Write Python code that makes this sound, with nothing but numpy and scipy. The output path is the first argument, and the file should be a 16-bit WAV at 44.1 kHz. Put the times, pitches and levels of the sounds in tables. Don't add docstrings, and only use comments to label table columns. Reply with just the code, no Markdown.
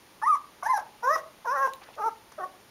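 import sys
import numpy as np
from scipy import signal
from scipy.fft import rfft, irfft, next_fast_len
from scipy.io import wavfile
from scipy.ndimage import uniform_filter1d, map_coordinates

SR = 44100
rng = np.random.default_rng(int(sys.argv[2]) if len(sys.argv) > 2 else 0)


def file_out(sig):
    cols = np.atleast_2d(sig).T
    lim = np.clip(cols, -1, 1)
    pcm = np.round(lim * 32767).astype(np.int16)
    wavfile.write(sys.argv[1], SR, pcm)


def gain_from_decibels(decibels):
    exponent = np.asarray(decibels, float) / 20
    return 10 ** exponent


N = 119070
TOP_HZ = 15830
LUMPY_AIR_DB = 2


def unit(x):
    return x / np.sqrt(np.mean(x ** 2) + 1e-20)


def along(points, hz):
    f, v = np.transpose(points)
    return np.interp(np.log(hz + 1), np.log(f + 1), v)


def over_time(points, t):
    return np.interp(t, *np.transpose(points))


def humps(peaks, hz):
    power = 0
    for centre, width, db in peaks:
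        detune = (hz * hz - centre * centre) / (hz * width + 1)
        power = power + gain_from_decibels(2 * db) / (1 + detune ** 2) ** 3
    return np.sqrt(power)


def wobble(n, rate):
    knots = rng.standard_normal(int(n * rate / SR) + 4)
    return map_coordinates(knots, [np.arange(n) * rate / SR])


def filtered(x, gain):
    m = next_fast_len(len(x) + 8192)
    return irfft(rfft(x, m) * gain(np.fft.rfftfreq(m, 1 / SR)), m)[:len(x)]


def noise(n, spectrum):
    points = [(8.6, -120)] + list(spectrum) + [(20000, -120)]
    return unit(filtered(rng.standard_normal(n), lambda hz: gain_from_decibels(along(points, hz))))


def add(out, s, x):
    out[round(s * SR):][:len(x)] += x


def swell(spectrum, db, length, lumpy_db):
    u = np.arange(SR // 6) / SR / length
    shape = np.sin(np.pi * np.clip(u, 0, 1) ** 0.85)
    return gain_from_decibels(db + lumpy_db * wobble(len(u), 230)) * shape * noise(len(u), spectrum)


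# (frequency [Hz], level [dB per Hz])
ROOM_AIR = [(18, -30.5), (30, -7.5), (377, -3.5), (732, -7), (898, -4), (1080, -5.5), (1350, -9),
            (1860, -9.5), (7000, -17), (9100, -32), (15400, -120)]
# (frequency [Hz], level [dB])
MIC_HISS = [(6000, -45), (8500, 3.5), (9600, 7), (12000, 1), (13500, 1), (15500, 0)]


def hiss():
    air = noise(N, [(22, -22.5)] + ROOM_AIR + [(8000, -60)])
    return gain_from_decibels(-56 + 0.077 * wobble(N, 4.65)) * air + gain_from_decibels(-65.5) * noise(N, MIC_HISS)


# (frequency [Hz], level [dB])
SHUFFLE_COLOUR = [(40, -35), (90, -11.5), (200, 3.5), (400, 0), (700, -47.5)]


def shuffle():
    return gain_from_decibels(-75) * unit(gain_from_decibels(6.2 * wobble(N, 21.8)) * noise(N, SHUFFLE_COLOUR))


# (frequency [Hz], t60 [s])
ROOM_DECAY = [(300, 0.47), (1000, 0.32), (2500, 0.16), (8000, 0.088)]
# (from time [s], room level [dB])
HEAD_TURNS = [
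    (0, -16),
    (.6, -10.5),
    (1.0, -12),
    (1.43, -13),
    (1.8, -17.5),
    (2.3, -14),
]


def room(x):
    out = np.zeros(N + SR)
    first_wall_s = 0.01
    for (s, db), (end, _) in zip(HEAD_TURNS, HEAD_TURNS[1:] + [(N / SR, 0)]):
        hz, t, z = signal.stft(rng.standard_normal(SR // 2), SR, nperseg=256)
        decay = gain_from_decibels(-60 * t / along(ROOM_DECAY, hz)[:, None])
        tail = signal.istft(z * decay, SR, nperseg=256)[1]
        answer = gain_from_decibels(db) * tail / np.linalg.norm(tail)
        add(out, s + first_wall_s, signal.fftconvolve(x[round(s * SR):round(end * SR)], answer))
    return out[:N]


# (time [s], level [dB], length [s], centre [Hz])
RUSTLES = [(1.809, -55.5, 0.025, 2300), (1.812, -52.5, 0.025, 894), (1.825, -56, 0.026, 3930),
           (1.827, -51.5, 0.031, 1600), (1.851, -57.5, 0.042, 1500), (1.868, -60, 0.054, 2214),
           (1.882, -53.5, 0.017, 680), (1.895, -54, 0.028, 650), (1.925, -57, 0.04, 2660),
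           (1.951, -59, 0.0106, 6050), (2.318, -50.5, 0.01, 1214), (2.317, -51.5, 0.011, 6100),
           (2.327, -59, 0.0215, 1390), (2.33, -61, .01, 4500)]


def rustles(out):
    falls_db = -14.5
    for s, db, length, hz in RUSTLES:
        colour = [(hz / 2, falls_db), (hz, 0), (hz * 2, falls_db)]
        add(out, s, swell(colour, db, length, lumpy_db=3))


# (time [s], level [dB], length [s])
SCRATCHES = [
    (1.612, -59, 0.0061),
    (1.748, -57, 0.018),
]
# (frequency [Hz], level [dB])
SCRATCH_COLOUR = [(6000, -45), (11000, -8), (15500, -3)]


def scratches(out):
    for s, db, length in SCRATCHES:
        add(out, s, swell(SCRATCH_COLOUR, db, length, lumpy_db=LUMPY_AIR_DB))


# (time [s], peak level [dB])
TICKS = [
    (1.7357, -23),
    (1.7382, -32),
]
# (frequency [Hz], level [dB])
CLAW_COLOUR = [(500, -10), (1500, 14), (2800, 20), (3800, 17), (5200, 2), (7000, 22), (10000, 13),
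               (15500, 14)]


def ticks(out):
    t = np.arange(1000) / SR
    for s, db in TICKS:
        crack = noise(len(t), CLAW_COLOUR)
        ring = 1.6 * np.sin(2 * np.pi * 3816 * t)
        add(out, s, gain_from_decibels(db - 11.5 - 60 * t / 0.0063) * (crack + ring))


def bedding():
    out = np.zeros(N + SR)
    rustles(out)
    scratches(out)
    ticks(out)
    return out[:N]


# (time [s], level [dB], length [s])
PUFFS = [
    (0.348, -52, 0.036),
    (0.633, -47, 0.06),
    (0.766, -49, 0.0517),
    (1.155, -46, 0.0579),
    (1.651, -48.5, 0.057),
    (2.1, -62, 0.0236),
]
# (frequency [Hz], level [dB])
BREATH_COLOUR = [(1500, 10.5), (3000, -5.5), (4500, -9), (5800, 2.5), (7200, -5), (10500, -7), (13300, -11),
                 (15000, -7)]


def puffs(out):
    for s, db, length in PUFFS:
        add(out, s, swell(BREATH_COLOUR, db, length, lumpy_db=LUMPY_AIR_DB))


def creak(db, hz, length):
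    closures_hz, q, scatter_db = 330, 5.5, 2
    out, t = np.zeros(SR // 8), np.arange(SR // 40) / SR
    ring = np.exp(-np.pi * hz / q * t) * np.sin(2 * np.pi * hz * t) * np.tanh(hz * t)
    for i, (late, louder) in enumerate(rng.standard_normal((16, 2))):
        at = (i + 0.2218 * abs(late)) / closures_hz
        arch = np.sin(np.pi * np.clip((at + 0.0032) / (length + 0.0053), 0, 1))
        add(out, at, gain_from_decibels(db + scatter_db * louder) * arch * ring)
    return filtered(out, lambda f: f ** 4 / (f ** 4 + (hz / 2) ** 4))


# (time [s], peak level [dB], ring [Hz], length [s])
CREAKS = [(0.216, -19.5, 1120, 0.016), (0.347, -36, 1970, .012), (0.625, -16, 1137, 0.0091),
          (0.771, -24.5, 1150, 0.024), (0.776, -21.5, 765, 0.019), (1.024, -24, 897, 0.019),
          (1.157, -11, 1094, 0.0063), (1.158, -23, 521, 0.006), (1.445, -24, 904, 0.027),
          (1.669, -27.5, 445, 0.0081), (1.671, -18.5, 950, 0.011), (1.963, -31.5, 603, 0.043),
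          (1.976, -25, 1197, 0.029), (2.056, -34, 407, 0.0094), (2.378, -29, 610, 0.0159),
          (2.379, -27.5, 1276, 0.0307), (2.453, -32.5, 576, 0.0075)]


def creaks(out):
    for s, db, hz, length in CREAKS:
        add(out, s, creak(db, hz, length))


# (time [s], level of the halfway partials [dB])
DOUBLING = [
    (1.5, -30),
    (1.535, -16),
    (1.56, 3.5),
    (1.6, -10),
    (1.64, -13),
    (1.67, -40),
]


def folds(t, pitch):
    phase = 2 * np.pi * np.cumsum(pitch) / SR
    k = np.arange(1, 70)[:, None] / 2
    half = gain_from_decibels(np.interp(t, *np.transpose(DOUBLING), left=-80, right=-80))
    size = np.where(k % 1, half * (k > 1), 1)
    waves = size * np.cos(k * phase + k * k / 3) * (k * pitch < TOP_HZ)
    return phase, k * pitch, waves


# (frequency [Hz], level [dB])
THROAT = [(250, -25.5), (450, -10.5), (620, -1.5), (850, -4), (1150, 0), (1500, -8.5), (1900, -8),
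          (2700, -13)]


def throat(hz, mouth_hz):
    past_edge = (1 + np.tanh((hz - mouth_hz) / 71 - 1)) / 2
    return gain_from_decibels(along(THROAT + [(5000, -65)], hz) - 24 * past_edge)


# (time [s], centre [Hz], level [dB])
LIP_MOVES = [(.8, 1000, 2.5), (1.04, 1370, 0), (1.09, 1070, 5.5), (1.15, 1522, 1), (1.46, 1100, 1.5),
             (1.49, 970, 4), (1.53, 1140, 3), (1.575, 1290, 2.5), (1.64, 1090, 2.5), (2.0, 874, 8.5),
             (2.024, 1230, -3), (2.045, 1060, 6.5), (2.07, 900, 7), (2.4, 1450, 0), (2.42, 754, 1),
             (2.446, 1090, 8.5)]


def lips(t, hz):
    s, centre, db = np.transpose(LIP_MOVES)
    off_centre = (hz - np.interp(t, s, centre)) / 300
    return gain_from_decibels(np.interp(t, s, db) * np.exp(-off_centre ** 2))


# (centre [Hz], width [Hz], level [dB])
NOSE_RINGS = [(3800, 800, -14), (5800, 1750, -.5)]
# (time [s], level [dB])
NOSE_OPENING = [(.225, 2), (.29, -1.5), (.35, 1.5), (.635, 2.5), (.675, 3), (.70, 2), (.74, 2), (.775, 10),
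                (1.03, 0), (1.085, -2.5), (1.15, 3.5), (1.46, -3.5), (1.51, 4.5), (1.545, 0.5),
                (1.585, -1.5), (1.65, 0.5), (2.0, -1), (2.42, 1.5)]
# (time [s], extra hoarseness [dB])
STRAIN = [(.225, 5), (.29, -2), (.35, 4), (.635, 14), (.675, 9), (.69, -3), (.74, -2), (.775, 7), (1.03, 1),
          (1.085, -4), (1.15, -4), (1.455, 13), (1.485, -3), (1.545, 0), (1.585, 12), (1.63, 3), (2.0, 7),
          (2.05, 2)]


def whimper(rows, mouth_hz, rise, nose_db, highest_db, swell_db, upper):
    edge_s = 0.0031
    s, hz, level_db, tilt_db = np.transpose(rows)
    t = np.arange(s[0], s[-1] + edge_s, 1 / SR)
    n = len(t)
    since_middle = t - t.mean()

    def smooth(v):
        return uniform_filter1d(np.interp(t, s, v), size=300, mode="nearest")

    pitch = smooth(hz) * (1 + 0.003 * wobble(n, 227.5))
    phase, partial_hz, waves = folds(t, pitch)
    drift = np.array([wobble(n, 34.4) for _ in waves])
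    strain_db = over_time(STRAIN, t)
    hoarse = gain_from_decibels(strain_db + 8 * np.log2(1000 / pitch))
    gated = (1 + np.cos(phase)) * rng.standard_normal((2, n))

    tilt = gain_from_decibels(smooth(tilt_db) * np.log2(np.minimum(partial_hz, mouth_hz) / 1000))
    uneven_db = np.where(partial_hz < mouth_hz, 1.5, 3.5)
    low = throat(partial_hz, mouth_hz + rise * since_middle) * tilt
    low = low * lips(t, partial_hz) * gain_from_decibels(uneven_db * drift)
    whole_rms = np.sqrt(np.sum(low[1::2] ** 2, 0) / 2)
    husk = unit(filtered(gated[0], lambda f: throat(f, mouth_hz)))
    body = np.sum(waves * low, 0) / whole_rms + gain_from_decibels(-33) * hoarse * husk

    rings = NOSE_RINGS + [upper, (14700, 1400, highest_db)]
    main_hz = NOSE_RINGS[1][0]
    clean = waves * gain_from_decibels(4 * drift) * humps(rings, partial_hz) / np.maximum(partial_hz / main_hz, 1)
    breath = filtered(gated[1], lambda f: humps(rings, f) * gain_from_decibels(3 * np.log2((f + 1) / main_hz)))
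    ring = unit(np.sum(clean, 0)) * gain_from_decibels(-np.maximum(strain_db, 0) / 2)
    ring = ring + gain_from_decibels(-12) * hoarse * unit(breath)

    level = smooth(level_db)
    ring_db = nose_db + over_time(NOSE_OPENING, t) + 0.61 * (level - level.mean()) + swell_db * since_middle
    edge = np.clip(np.minimum(t - t[0], t[-1] - t) / edge_s, 0, 1)
    shimmer = gain_from_decibels(0.8 * wobble(n, 120.13))
    return edge * shimmer * (gain_from_decibels(level) * body + gain_from_decibels(ring_db) * ring)


# (time [s], pitch [Hz], level [dB], mouth tilt [dB per octave])
HIGH_SQUEAK = [(0.221, 842, -40, 8), (0.238, 885, -23.5, -7.5), (.252, 942, -32.5, 6.5),
               (.268, 1100, -21, -1), (0.282, 1222, -18.5, 4), (0.296, 1281, -20, 0.5),
               (.328, 1163, -19.5, -1), (0.351, 1137, -23, 8), (0.358, 996, -27.5, -12)]
SECOND_SQUEAK = [(.63, 694, -34.5, -11.5), (0.652, 756.3, -39.5, 11), (.668, 882.4, -22.5, -3),
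                 (.682, 972.5, -33.5, -9.5), (0.7, 1048, -21.5, -8.5), (0.725, 1012, -29.5, -6),
                 (0.741, 851.5, -21.5, -6), (0.766, 811.7, -30, 8), (.778, 764.5, -30, 0)]
LOWER_CRY = [(1.028, 466, -49, 1.8), (1.037, 473.1, -30.5, 1.2), (1.062, 509.8, -26, 2.5),
             (1.078, 523.3, -21, 1.6), (1.108, 600.7, -21, 0.98), (1.128, 639.6, -25, 2),
             (1.147, 650, -25.5, 4), (1.159, 630.4, -25.5, 1.4), (1.168, 600, -43, 1.4)]
LONG_CRY = [(1.452, 578.5, -38, 1), (1.478, 464.7, -27.5, 1.13), (1.498, 490.8, -27, 4.8),
            (1.528, 553, -26, 3.4), (1.544, 588.5, -30.5, 1.16), (1.576, 528.7, -31, 2.2),
            (1.62, 548.1, -24, 3.9), (1.654, 534.4, -23, 4.1), (1.675, 506, -33.5, 1.5)]
LOW_WHIMPER = [(1.986, 434, -43, -13), (2.005, 438.8, -31.5, -4.5), (2.024, 398, -31, 6.5),
               (2.046, 443, -26.5, -1), (2.069, 458.3, -24, 4), (2.086, 440, -25, -3.5),
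               (2.095, 393.2, -39.5, 12)]
LAST_WHIMPER = [(2.388, 432, -53.5, -32), (2.405, 384.6, -34.5, -1.5), (2.424, 357, -35.5, -3.5),
                (2.446, 380, -28.5, -5), (2.46, 351, -55.5, 1)]
# (top of the mouth band [Hz], its rise [Hz per s], nasal ring [dB],
# highest ring under it [dB], ring swell [dB per s])
MOUTHS = [(2037, 102, -51.5, -22, 18), (2120, -100, -53, -37, 6), (1970, 2500, -48, -11, 43.5),
          (1850, 300, -55.5, -25, -5), (1560, 100, -60, -23, 44), (1820, 100, -71, -12, 42)]
# (centre [Hz], width [Hz], level [dB])
UPPER_RINGS = [(10050, 1800, 4.5), (10530, 3600, -5.5), (11400, 3400, -7.5), (11290, 4500, -9),
               (10740, 4500, -7.5), (10700, 3200, 0)]


def puppy():
    out = np.zeros(N + SR)
    puffs(out)
    creaks(out)
    calls = (HIGH_SQUEAK, SECOND_SQUEAK, LOWER_CRY, LONG_CRY, LOW_WHIMPER, LAST_WHIMPER)
    for rows, mouth, upper in zip(calls, MOUTHS, UPPER_RINGS):
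        add(out, rows[0][0], whimper(rows, *mouth, upper))
    return out[:N]


def scene():
    near = bedding() + puppy()
    return (hiss() + shuffle() + room(near) + near)[None]


def low_pass(x):
    return signal.sosfilt(signal.butter(12, 16520, fs=SR, output="sos"), x)


def record(dry):
    dip_hz, dip_wide_hz = 7860, 1340

    def housing(f):
        return (f < TOP_HZ) * np.abs(f - dip_hz) / np.hypot(f - dip_hz, dip_wide_hz / 2)

    return low_pass(filtered(dry[0], housing)[None])


dry = scene()
out = record(dry)
file_out(out)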